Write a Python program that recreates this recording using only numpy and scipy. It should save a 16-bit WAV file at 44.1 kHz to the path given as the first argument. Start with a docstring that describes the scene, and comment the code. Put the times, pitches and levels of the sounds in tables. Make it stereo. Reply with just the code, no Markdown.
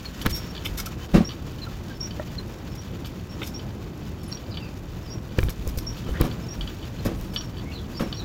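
"""Tyres rumble and hiss on concrete beside a wall: a bicycle rolls past it, the microphone riding along.
Close by, loose parts rattle, clack and scuff, and wheel and frame thud over joints: noise bursts through modes.
A dry bearing squeaks once a turn of the pedals, and chirps and scrubs glide between: wavering sines.
Wind, low thumps and jolts reach the microphone (coloured noise, swaying ports, ringing casing and mount).
Far birds are gliding whistles smeared by the street; weak echoes follow the bicycle's own close noises."""
import sys
import numpy as np
from scipy import signal
from scipy.fft import rfft, irfft
from scipy.io import wavfile

SR = 44100
rng = np.random.default_rng(int(sys.argv[2]) if len(sys.argv) > 2 else 0)


def int16_out(signal):
    """Quantize to a 16-bit WAV file."""
    q = np.round(np.clip(np.atleast_2d(signal).T, -1, 1) * 32767)
    wavfile.write(sys.argv[1], SR, q.astype(np.int16))


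N = 363384

# Rolling: (time [s], tyre rumble [dB], hiss [dB])
ROLLING_LEVELS = [(0.0, -40, -46.5), (0.32, -37.5, -47), (4.15, -37.5, -51), (5.03, -37.5, -51),
                  (6.17, -36, -47.5), (6.35, -34.5, -47), (6.75, -39.5, -48), (7.14, -37, -49),
                  (8.24, -37, -48)]
# Spectra of tyre rumble, hiss, low air noise, scuffs and joint crunch: (frequency [Hz], density [dB per Hz])
TYRE_SPECTRUM = [(29, -38), (50, -4), (119, 0), (140, -6), (168, -3), (274, -10.5), (345, -10),
                 (393, -15.5), (519, -17), (564, -17.5), (1140, -24), (1360, -29), (1740, -34.5),
                 (2500, -34), (3250, -48), (5500, -120)]
HISS_SPECTRUM = [(500, 2), (1100, 4.5), (1600, 4), (2100, -0.3), (3200, 0.5), (4500, -3.5), (5500, -5.5),
                 (7000, -5.5), (8200, -17.5), (11500, -18.5), (13000, -13.5), (15700, -9), (16400, -45)]
LOW_AIR_SPECTRUM = [(12, -16), (25, -12), (42, 2), (65, -2), (110, -10), (300, -31), (900, -53)]
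SCUFF_SPECTRUM = [(500, -14), (1300, -1), (2000, -1.5), (3200, -0.5), (5500, 3), (7200, -1), (9000, -9),
                  (13000, -2), (16000, -12)]
CRUNCH_SPECTRUM = [(150, 10), (400, 5), (700, -6), (1100, -3.5), (1700, -7), (3000, -12), (5500, -19),
                   (8000, -28.5), (15000, -36)]
# Likeness of the two sides: (frequency [Hz], likeness, limited to -1..1)
STEREO_LIKENESS = [(30, 0.5), (60, 0.74), (130, 1), (290, 1.8), (640, 0.07), (1400, -0.01), (15000, 0)]
# Stereo lean: (frequency [Hz], left minus right [dB])
STEREO_LEAN = [(40, -1), (130, -0.5), (500, -1), (1500, -2.5), (3300, -3.5), (4600, 2), (5700, 14.5),
               (7500, 23), (10000, 8), (15000, 0.5)]
PORT_LAG_S = 0.00031   # tyre sound reaches the left port this much later
# Fine random unevenness of the treble hiss: level against the hiss, its swing, and the most it rises
UNEVEN_DB, UNEVEN_SWING_DB, UNEVEN_TOP_DB = -11, 8, 11.5

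# Gusts and low thumps on the microphone, some under jolts and joints: (time [s], level [dB], length [s])
GUSTS_AND_THUMPS = [(0.248, -25, 0.1), (0.66, -31, 0.096), (1.116, -20.5, 0.06), (5.377, -19, 0.091),
                    (5.527, -29, 0.34), (6.076, -24, 0.055), (6.21, -27, 0.062), (6.553, -29, 0.097),
                    (7.04, -24, 0.027), (7.125, -25.5, 0.13)]
WIND_DB = -41   # steady head wind

# Falling chirps between the squeaks: (time [s], length [s], start pitch [Hz], level [dB])
CHIRPS = [(0.053, 0.011, 4460, -30.5), (1.617, 0.027, 4270, -35.5), (1.666, 0.015, 1380, -36),
          (1.896, 0.024, 1660, -41), (2.378, 0.011, 4320, -32.5), (6.989, 0.011, 4290, -41)]
CHIRP_DROP, CHIRP_LEAN_DB = 0.053, 5   # share of the pitch lost; left minus right
# Tyres scrubbing sideways in a swerve: (time [s], length [s], start [Hz], end [Hz], level [dB])
TYRE_SCRUBS = [(6.056, 0.038, 1200, 1305, -43.5), (6.138, 0.04, 1590, 1776, -37),
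               (6.189, 0.09, 1666, 992, -40)]
SCRUB_WAVER = 0.106   # share of the pitch

# Bright scuffs close to the microphone: (time [s], level [dB], length [s])
SCUFFS = [(0.213, -32.5, 0.012), (0.292, -29, 0.02), (0.334, -33, 0.045), (0.644, -31, 0.024),
          (0.77, -28, 0.022), (0.796, -27.5, 0.011), (0.856, -28.5, 0.011), (2.749, -42.5, 0.013),
          (3.05, -42.5, 0.025), (3.422, -40, 0.034), (3.461, -37, 0.023), (4.228, -42, 0.017),
          (5.495, -31.5, 0.014), (5.681, -37, 0.016), (5.781, -31, 0.011), (7.046, -36.5, 0.014),
          (7.334, -36.5, 0.018)]
JOINT_SCUFF_DB = -40.5   # every joint brings a faint one

# Loose parts rattling: (time [s], level [dB], left minus right [dB], loss at each bounce [dB])
RATTLES = [(0.2137, -27, -3, 20), (0.55, -27, -10, 2), (1.2907, -27.5, -11, 1), (1.585, -37, -5, 15),
           (2.1074, -33.5, -6, 25), (2.278, -36.5, -10, 7), (3.046, -30, -9, 6), (3.593, -33, -10, 12),
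            (4.371, -35, -3, 9), (4.542, -31, -4, 14), (4.5709, -25.5, -8, 19), (5.978, -37.5, -7, 16),
           (6.3118, -32.5, -9, 17), (6.609, -24.5, -8, 15), (6.6746, -27.5, -8, 22), (6.827, -31, -4, 7),
           (7.335, -35, 0, 15), (7.3607, -17, -6, 29), (7.4082, -29.5, -5, 19), (7.568, -36, -8, 0.5),
           (8.126, -23, 1, 16)]
# Modes of the loose fittings: (frequency [Hz], level [dB], t60 [s])
FITTING_MODES = [(1190, -5, 0.016), (1750, -5.5, 0.012), (2370, -6, 0.012), (3030, 0, 0.031),
                 (3366, -0.5, 0.025), (3720, 1, 0.0096), (4190, -7, 0.021), (4576, -2.5, 0.03)]
BOUNCE_S, CHATTER_T60_S = 0.014, 0.042
KNOCK_S, KNOCK_DB = 2.197, -20.5   # one hollow knock, before its lift in the mix
# Modes of the hollow knock: (frequency [Hz], level [dB], t60 [s])
HOLLOW_MODES = [(602, 2, 0.056), (980, -11, .035), (1350, -9, .03), (1870, -11, .04)]

# Tyres over joints: (time [s], thud level [dB], grit level [dB], pitch favoured by the blow [Hz])
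JOINTS = [(1.144, -2, -21.5, 185), (6.241, -16.5, -33.5, 260), (7.054, -13, -29, 370),
          (8.001, -15, -28.5, 280)]
# Modes of wheel and frame: (frequency [Hz], level [dB], t60 [s])
FRAME_MODES = [(159, 0, 0.047), (215.6, 3, 0.052), (347, -4.5, 0.052), (480, -1, 0.03), (584, -2, 0.033),
               (742, -6, 0.044), (1110, -6, 0.024)]
# The wheel meets the edge, lands and hops three times: (delay [s], level [dB])
WHEEL_HOPS = [(-0.004, -5), (0.003, 1), (.021, -12), (.033, -6), (.06, -7)]
SHUDDER_T60_S = 0.11
CRUNCH_LEAD_S, CRUNCH_S = 0.0091, 0.032
# Tyres scraping over grit: (time [s], level [dB], length [s])
GRIT_SCRAPES = [(0.246, -22, 0.029), (1.129, -26.5, 0.039), (3.411, -31.5, 0.022), (5.373, -30, 0.029),
                (6.048, -38.5, 0.063), (6.118, -37, 0.074), (6.192, -24.5, 0.035)]

# Bearing squeaks: (time [s], level [dB], length [s], climbing tone [dB], left minus right [dB])
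SQUEAKS = [(0.325, -16.5, 0.056, -20, 7), (1.245, -32, 0.042, 6.5, 14), (2.003, -23.5, 0.057, -7, 10),
           (2.774, -41.5, 0.029, 3.5, 12), (3.54, -34, 0.043, 2, 12), (4.313, -30, 0.044, -0.5, 14),
           (5.098, -32, 0.048, -4, 12), (5.865, -24.5, 0.042, -4, 8), (6.484, -28.5, 0.05, -3.5, 13),
           (7.369, -27.5, 0.039, 2.5, 15), (8.141, -35.5, 0.056, 0.5, 12)]
SQUEAK_HZ, CLIMB_FROM_HZ, CLIMB_TO_HZ = 5534, 5520, 5710
SQUEAK_RING_T60_S = 0.25
LEAD_IN_S, LEAD_IN_HZ, LEAD_IN_DB = 0.065, 5340, -51   # a faint whine comes before each squeak
# Faint steady whines around the squeaks: (time [s], length [s], pitch [Hz], level [dB])
WHINES = [(0.423, 0.032, 5440, -44), (0.475, 0.036, 5500, -43.5), (3.43, 0.025, 5470, -41),
          (3.29, 0.055, 5500, -50), (4.184, 0.036, 5450, -51.5), (4.277, 0.018, 10140, -46.5),
          (5.065, 0.067, 4850, -50), (7.435, 0.04, 5500, -45), (7.966, 0.02, 5400, -37),
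          (8.028, 0.025, 5530, -43)]
WHINE_LEAN_DB = 19

# Bright snaps of the mount: (time [s], level [dB])
SNAPS = [(0.2604, -25), (0.2638, -15), (5.3858, -22.5), (5.4054, -30), (5.437, -27), (5.495, -25),
         (5.6758, -22), (5.7747, -26), (5.7786, -26), (5.7876, -30), (6.2125, -14), (6.269, -35),
         (7.057, -36), (7.0669, -26), (7.2122, -31)]
SNAP_HOLD_S, SNAP_T60_S = 0.00057, 0.0055
# Colour of the snaps: (frequency [Hz], density [dB per Hz])
SNAP_SPECTRUM = [(1500, -14), (5500, 3), (9500, -2), (15000, 3.5)]

# Jolts of the microphone: (time [s], sway level [dB], knock level [dB])
JOLTS = [(0.261, -5.5, -12), (5.384, -7, -8.5), (5.431, -9, -28), (5.483, -17, -20.5), (5.669, -13, -21),
         (5.773, -14, -24), (6.089, -13.5, -24), (6.208, -5.5, -9.5)]
# Sway at the left, then the right port: (delay [s], frequency [Hz], t60 [s])
PORT_SWAY = [(0.002, 112, 0.043), (0.0045, 68, 0.041)]
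# Modes of the knocked mount: (frequency [Hz], level [dB], t60 [s])
MOUNT_MODES = [(165, 2.5, 0.024), (345, -2.5, 0.028), (502, -4.5, 0.038), (1080, -14, 0.02)]
# Hard cracks of the microphone casing: (time [s], peak [dB])
CASING_CRACKS = [(0.2604, -10), (0.2661, -8.5), (5.389, -9.5), (5.4298, -19.5), (5.4857, -21),
                 (5.4924, -21.5), (6.217, -14)]
CRACK_LEAN_DB = -27
# Modes of the casing: (frequency [Hz], level [dB], t60 [s])
CASING_MODES = [(1155, -2.5, 0.014), (1670, 1.5, 0.0081), (2340, -1.5, 0.012), (3000, -3, 0.007),
                (3820, 0.5, 0.0036)]

# Buzzing clacks: (time [s], level [dB], length [s], pitch favoured [Hz], left minus right [dB])
CLACKS = [(0.647, -20.5, 0.0088, 2520, -9), (0.656, -14.5, 0.0075, 3000, -4), (0.79, -25, 0.014, 1100, -14),
          (0.864, -27.5, 0.013, 1100, -7), (3.416, -18.5, 0.0046, 1710, -11),
          (3.426, -22, 0.0094, 2880, -3), (6.166, -29, 0.0078, 1900, 0), (7.993, -21.5, 0.0041, 1300, -1)]
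CLACK_FOCUS_DB = 12.5   # loss per octave away from that pitch
# Modes of the bracket that clacks: (frequency [Hz], level [dB], t60 [s])
BRACKET_MODES = [(1310, -3, 0.026), (1800, -9, 0.005), (2170, -0.5, 0.01), (2510, -1.5, 0.011),
                 (2993, -0.5, 0.024), (3635, 1.5, 0.018)]
TICK_S, TICK_DB, TICK_LEAN_DB = 4.3262, -21, 12   # one dry tick on the left
# Modes of the tick: (frequency [Hz], level [dB], t60 [s])
TICK_MODES = [(4060, -2, 0.0085), (4500, 5, 0.0087)]

# Far birds: (time [s], length [s], start pitch [Hz], end pitch [Hz], level [dB])
BIRDS = [(0.997, 0.037, 2950, 3080, -39), (4.5, 0.022, 5100, 3950, -38), (4.591, 0.078, 2745, 2390, -38.5),
         (4.613, 0.057, 4800, 4320, -48), (6.028, 0.063, 3110, 2950, -44), (7.645, 0.035, 2110, 2230, -41),
         (7.691, 0.023, 2520, 2770, -37.5), (7.714, 0.079, 4330, 3310, -38),
         (7.934, 0.046, 4850, 4460, -37), (8.148, 0.088, 4360, 3200, -39.5)]
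BIRD_FADE_T60_S, STREET_T60_S = 0.35, 0.19
CUTOFF_HZ = 16500


def from_db(db):
    """Decibels as an amplitude factor."""
    return 10 ** (np.asarray(db) / 20)


def rms_one(x):
    """Scaled to unit power."""
    return x / np.sqrt(np.mean(x ** 2) + 1e-20)


def in_time(rows):
    """Curve columns at every sample."""
    s, *columns = np.transpose(rows)
    return [np.interp(np.arange(N) / SR, s, column) for column in columns]


def at_hz(points, hz):
    """A table read along log frequency."""
    table_hz, values = np.array(points).T
    return np.interp(np.log(hz + 1e-6), np.log(table_hz), values)


def panned(lean_db):
    """Left and right gains of constant power; a positive lean is to the left."""
    gains = np.vstack([from_db(lean_db / 2), from_db(-lean_db / 2)])
    return gains / np.sqrt(np.mean(gains ** 2, axis=0))


def drift(rate, size=N):
    """Straight lines between random knots of spread 1, rate knots for every SR points."""
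    knots = rng.standard_normal(int(size / SR * rate) + 3)
    return np.interp(np.arange(size) / SR * rate, np.arange(len(knots)), knots)


def noise(spectrum, lean=0.92, shared=1.0, ripple_db=-4.0):
    """Coloured stereo noise of rms 1, its likeness set by frequency, rippled by nearby surfaces."""
    hz = np.arange(N // 2 + 1) * SR / N
    mid, side = rfft(rng.standard_normal((2, N)))
    alike = np.clip(shared * at_hz(STEREO_LIKENESS, hz), -1, 1)
    pair = np.sqrt(1 + alike) * mid + np.sqrt(1 - alike) * side * [[1], [-1]]
    # The ripple runs along frequency and is full from 2 kHz up.
    ripple = ripple_db * drift(49.65, size=len(hz)) * np.minimum(hz / 2000, 1)
    colour = from_db(at_hz(spectrum, hz) + ripple) * (hz > 10)
    return rms_one(irfft(pair * colour * panned(lean * at_hz(STEREO_LEAN, hz)), N))


def ring(force, modes):
    """Each mode rings as a dying sine; neighbours swing in opposite directions."""
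    out = 0
    for k, (hz, db, t60) in enumerate(modes):
        radius = from_db(-60 / (t60 * SR))
        angle = 2 * np.pi * hz / SR
        poles = [1, -2 * radius * np.cos(angle), radius * radius]
        swing = signal.lfilter([0, np.sin(angle)], poles, force + 1e-18)
        out = out + (-1) ** k * from_db(db) * swing
    return out


def add(track, s, sound):
    """Mixes a sound in at time s."""
    start = max(round(s * SR), 0)
    part = sound[..., :max(N - start, 0)]
    track[..., start:start + part.shape[-1]] += part


def burst(rise, hold, t60, size=16000):
    """An envelope that swells, holds and dies away."""
    t = np.arange(size) / SR
    fall = np.exp(-np.log(1000) * np.maximum(t - hold, 0) / t60)
    return (1 - np.exp(-t / rise)) * fall


def rub(length):
    """An envelope that swells and falls away over about the given length."""
    t = np.arange(round(4 * length * SR)) / SR / length
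    body = (1 - np.exp(-(4 * t) ** 2)) * np.exp(-t ** 4 / 2)
    return body + 0.2 * t * np.exp(-t ** 2 / 2)


def blow(modes, t60, chatter, swell=0.000075):
    """One contact and its dying chatter of small ones, rung through a body; peak 1."""
    envelope = burst(swell, 0, t60)
    force = chatter * envelope * rng.standard_normal(len(envelope))
    force[0] += 1
    sound = ring(force, modes)
    return sound / np.max(np.abs(sound))


def whistle(start_hz, end_hz, length, waver, t60=0.028, bend=1):
    """A gliding tone, unsteady in pitch and strength, that fades once it is no longer driven."""
    envelope = burst(0.0018, length, t60) * burst(0.0018, length, np.inf)
    size = len(envelope)
    progress = np.minimum(np.arange(size) / SR / length, 1)
    hz = start_hz + (end_hz - start_hz) * progress ** bend
    hz = hz * (1 + waver * drift(497, size=size))
    strength = from_db(3.5 * drift(96.0, size=size))
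    return envelope * strength * np.sin(2 * np.pi * np.cumsum(hz) / SR)


def rolling():
    """Tyres rumble and hiss on uneven concrete; grit ticks in loose clusters; the treble hiss is uneven."""
    tyre_db, hiss_db = in_time(ROLLING_LEVELS)
    tyres = from_db(tyre_db + 3.0 + 1.22 * drift(25)) * noise(TYRE_SPECTRUM, ripple_db=3.0)
    tyres[0] = np.interp(np.arange(N) - PORT_LAG_S * SR, np.arange(N), tyres[0])
    hiss_level = from_db(hiss_db + 2.5 + 2.83 * drift(40) + 1.7 * drift(600))
    hiss = hiss_level * noise(HISS_SPECTRUM, ripple_db=2.0)
    # Chance hits around 90 a second on each side, thickening and thinning together.
    hits = rng.random((2, N)) < 90 * from_db(6 * drift(9)) / SR
    grains = hits * np.minimum(rng.exponential(1, (2, N)), 3)
    grit = ring(grains * from_db(hiss_db - 5.0), FITTING_MODES) * panned(-8)
    uneven_swing_db = np.minimum(UNEVEN_SWING_DB * drift(260), UNEVEN_TOP_DB)
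    uneven_treble = from_db(hiss_db + UNEVEN_DB + uneven_swing_db) * noise(SCUFF_SPECTRUM)
    return tyres + hiss + grit + uneven_treble


def wind_and_thumps():
    """Air tumbles steadily over the microphone; gusts and low thumps differ almost wholly between ports."""
    swells = np.zeros(N)
    for s, db, length in GUSTS_AND_THUMPS:
        add(swells, s, from_db(db) * rub(length))
    steady = from_db(WIND_DB) * noise(LOW_AIR_SPECTRUM, shared=0.99)
    return steady + swells * noise(LOW_AIR_SPECTRUM, shared=-0.087) * panned(-5)


def chirps():
    """Short thin chirps sag in pitch; the tyres scrub with a rough, gliding note."""
    out = np.zeros((2, N))
    for s, length, hz, db in CHIRPS:
        chirp = whistle(hz, hz * (1 - CHIRP_DROP), length, waver=0.018, t60=0.036)
        add(out, s, from_db(db) * panned(CHIRP_LEAN_DB) * chirp)
    for s, length, start_hz, end_hz, db in TYRE_SCRUBS:
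        pair = np.array([whistle(start_hz, end_hz, length, waver=SCRUB_WAVER) for side in range(2)])
        add(out, s, from_db(db) * panned(-2.9) * pair)
    return out


def wall(x):
    """A few weak echoes from wall, awning and ground, different for each side."""
    out = np.zeros((2, N))
    for k, delay in enumerate([0.0093, 0.0127, 0.0211, 0.0283]):
        side = k % 2
        add(out[side], delay, from_db(-12.0 - 135 * delay) * x[side])
    return out


def scuffs():
    """Grainy rubs close to the microphone, alone or with a jolt or joint."""
    pressure = np.zeros(N)
    for s, db, length in SCUFFS:
        add(pressure, s, from_db(db) * rub(length))
    for s, *_ in JOINTS:
        add(pressure, s - CRUNCH_LEAD_S, from_db(JOINT_SCUFF_DB) * rub(CRUNCH_S))
    grain = from_db(2.9 * drift(700) - 2.0)
    return pressure * grain * noise(SCUFF_SPECTRUM, lean=0.79, ripple_db=4.0)


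def rattle(loss_db, count=3):
    """A loose fitting clicks, chatters and bounces, weaker each time; stereo."""
    out = np.zeros((2, SR))
    for k in range(count):
        pair = []
        for side in range(2):
            click = blow(FITTING_MODES, 0.0094, chatter=1.36, swell=0.00088)
            chatter = blow(FITTING_MODES, CHATTER_T60_S, chatter=1.8, swell=0.009)
            pair.append(click + 0.5 * chatter)
        add(out, k * BOUNCE_S * rng.uniform(0.85, 1.15), from_db(-k * loss_db) * np.array(pair))
    return out


def rattles():
    """Loose fittings rattle on bumps; something hollow knocks once."""
    out = np.zeros((2, N))
    for s, db, lean_db, loss_db in RATTLES:
        add(out, s, from_db(db + 3.5) * panned(lean_db) * rattle(loss_db))
    add(out, KNOCK_S, from_db(KNOCK_DB + 2.5) * blow(HOLLOW_MODES, 0.015, chatter=0.02))
    return out


def joints():
    """A wheel crunches over a joint, drops and hops: the frame shudders, higher for a sharper edge."""
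    thuds, crunch = np.zeros((2, N)), np.zeros(N)
    for s, db, grit_db, blow_hz in JOINTS:
        # Modes lose 5.4 dB per octave away from the pitch of the blow.
        modes = [(hz, mode_db - 5.4 * abs(np.log2(hz / blow_hz)), t60) for hz, mode_db, t60 in FRAME_MODES]
        add(crunch, s - CRUNCH_LEAD_S, from_db(grit_db) * rub(CRUNCH_S))
        for delay, hop_db in WHEEL_HOPS:
            shared = blow(modes, SHUDDER_T60_S, chatter=0.0087)
            for side, lag in enumerate([PORT_LAG_S, 0]):
                own = blow(modes, SHUDDER_T60_S, chatter=0.38)
                add(thuds[side], s + delay + lag, from_db(db + hop_db - 1.5) * (shared + 0.45 * own))
            grit_level = from_db(grit_db + 0.99 * hop_db - 4.0)
            add(crunch, s + delay, grit_level * burst(0.0082, 0.0036, 0.21))
    for s, db, length in GRIT_SCRAPES:
        add(crunch, s, from_db(db) * rub(length))
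    return thuds * panned(-2.2) + crunch * noise(CRUNCH_SPECTRUM, ripple_db=0.5)


def squeaks():
    """The bearing whines faintly, then sings on one wavering pitch while a second tone climbs away from it."""
    out = np.zeros((2, N))
    for s, db, length, climb_db, lean_db in SQUEAKS:
        slip = whistle(CLIMB_FROM_HZ, CLIMB_TO_HZ, length, waver=0.005, t60=0.048)
        metal = whistle(SQUEAK_HZ, SQUEAK_HZ, length, waver=0.006, t60=0.69)
        metal = metal * burst(0.0022, 0.014, SQUEAK_RING_T60_S)
        squeak = (from_db(climb_db) * slip + metal) * burst(0.0031, length, np.inf)
        add(out, s, from_db(db - 8.0) * panned(lean_db) * squeak)
        lead_in = whistle(LEAD_IN_HZ, LEAD_IN_HZ, LEAD_IN_S / 2, waver=0.011)
        add(out, s - LEAD_IN_S, from_db(LEAD_IN_DB) * panned(WHINE_LEAN_DB) * lead_in)
    for s, length, hz, db in WHINES:
        add(out, s, from_db(db) * panned(WHINE_LEAN_DB) * whistle(hz, hz, length, waver=0.0091))
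    return out


def snaps():
    """The mount sticks and lets go in single bright snaps, a few milliseconds long, mostly on the left."""
    slips = np.zeros(N)
    for s, db in SNAPS:
        add(slips, s, from_db(db) * burst(0.0001, SNAP_HOLD_S, SNAP_T60_S))
    return slips * noise(SNAP_SPECTRUM, lean=0, ripple_db=-2) * panned(12.0)


def jolts():
    """A jolt knocks the mount and sets each port swaying; the casing cracks on the right."""
    out = np.zeros((2, N))
    for s, sway_db, knock_db in JOLTS:
        add(out, s, from_db(knock_db) * panned(-15.0) * blow(MOUNT_MODES, 0.036, chatter=0.031))
        for side, (delay, hz, t60) in enumerate(PORT_SWAY):
            sway = blow([(hz, 0, t60)], t60, chatter=0.0086)
            add(out[side], s + delay, -from_db(sway_db) * sway)
    for s, db in CASING_CRACKS:
        add(out, s, from_db(db) * panned(CRACK_LEAN_DB) * blow(CASING_MODES, 0.0069, chatter=0.48))
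    return out


def clacks():
    """A stiffer part buzzes against the frame for a moment; where it touches decides which modes ring."""
    out = np.zeros((2, N))
    for s, db, length, focus_hz, lean_db in CLACKS:
        modes = []
        for hz, mode_db, t60 in BRACKET_MODES:
            modes.append((hz, mode_db - CLACK_FOCUS_DB * abs(np.log2(hz / focus_hz)), t60))
        envelope = burst(0.0012, length, 0.012)
        size = len(envelope)
        touches = envelope * from_db(4.9 * drift(890, size=size)) * rng.standard_normal((2, size))
        # The second noise enters the two sides in opposite sense, widening the buzz.
        pair = ring(touches[0] + 0.69 * touches[1] * [[1], [-1]], modes)
        add(out, s, from_db(db) * panned(lean_db) * pair / np.max(np.abs(pair)))
    add(out, TICK_S, from_db(TICK_DB) * panned(TICK_LEAN_DB) * blow(TICK_MODES, 0.004, chatter=0.05))
    return out


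def birds():
    """Far whistles glide ever faster as they fade, and reach each side smeared by the street."""
    out = np.zeros((2, N))
    tail = burst(0.00092, 0, STREET_T60_S)
    for s, length, start_hz, end_hz, db in BIRDS:
        call = whistle(start_hz, end_hz, length, waver=0.027, t60=0.02, bend=1.8)
        call = call * burst(0.0046, length / 2, BIRD_FADE_T60_S)
        echoes = tail * rng.standard_normal((2, len(tail))) / np.sqrt(np.sum(tail ** 2))
        add(out, s, from_db(db) * signal.fftconvolve(echoes, call[None], axes=1))
    return out


def scene():
    """The bicycle's own noises and their echoes over rumble, wind and far birds."""
    bicycle = chirps() + scuffs() + rattles() + joints() + squeaks() + clacks()
    microphone = wind_and_thumps() + snaps() + jolts()
    return rolling() + microphone + birds() + bicycle + wall(bicycle)


def record(dry):
    """Peaks are rounded, then the top is cut steeply."""
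    top_cut = signal.ellip(10, 0.2, 80, CUTOFF_HZ, fs=SR, output="sos")
    return signal.sosfilt(top_cut, np.tanh(dry))


dry = scene()
out = record(dry)
int16_out(out)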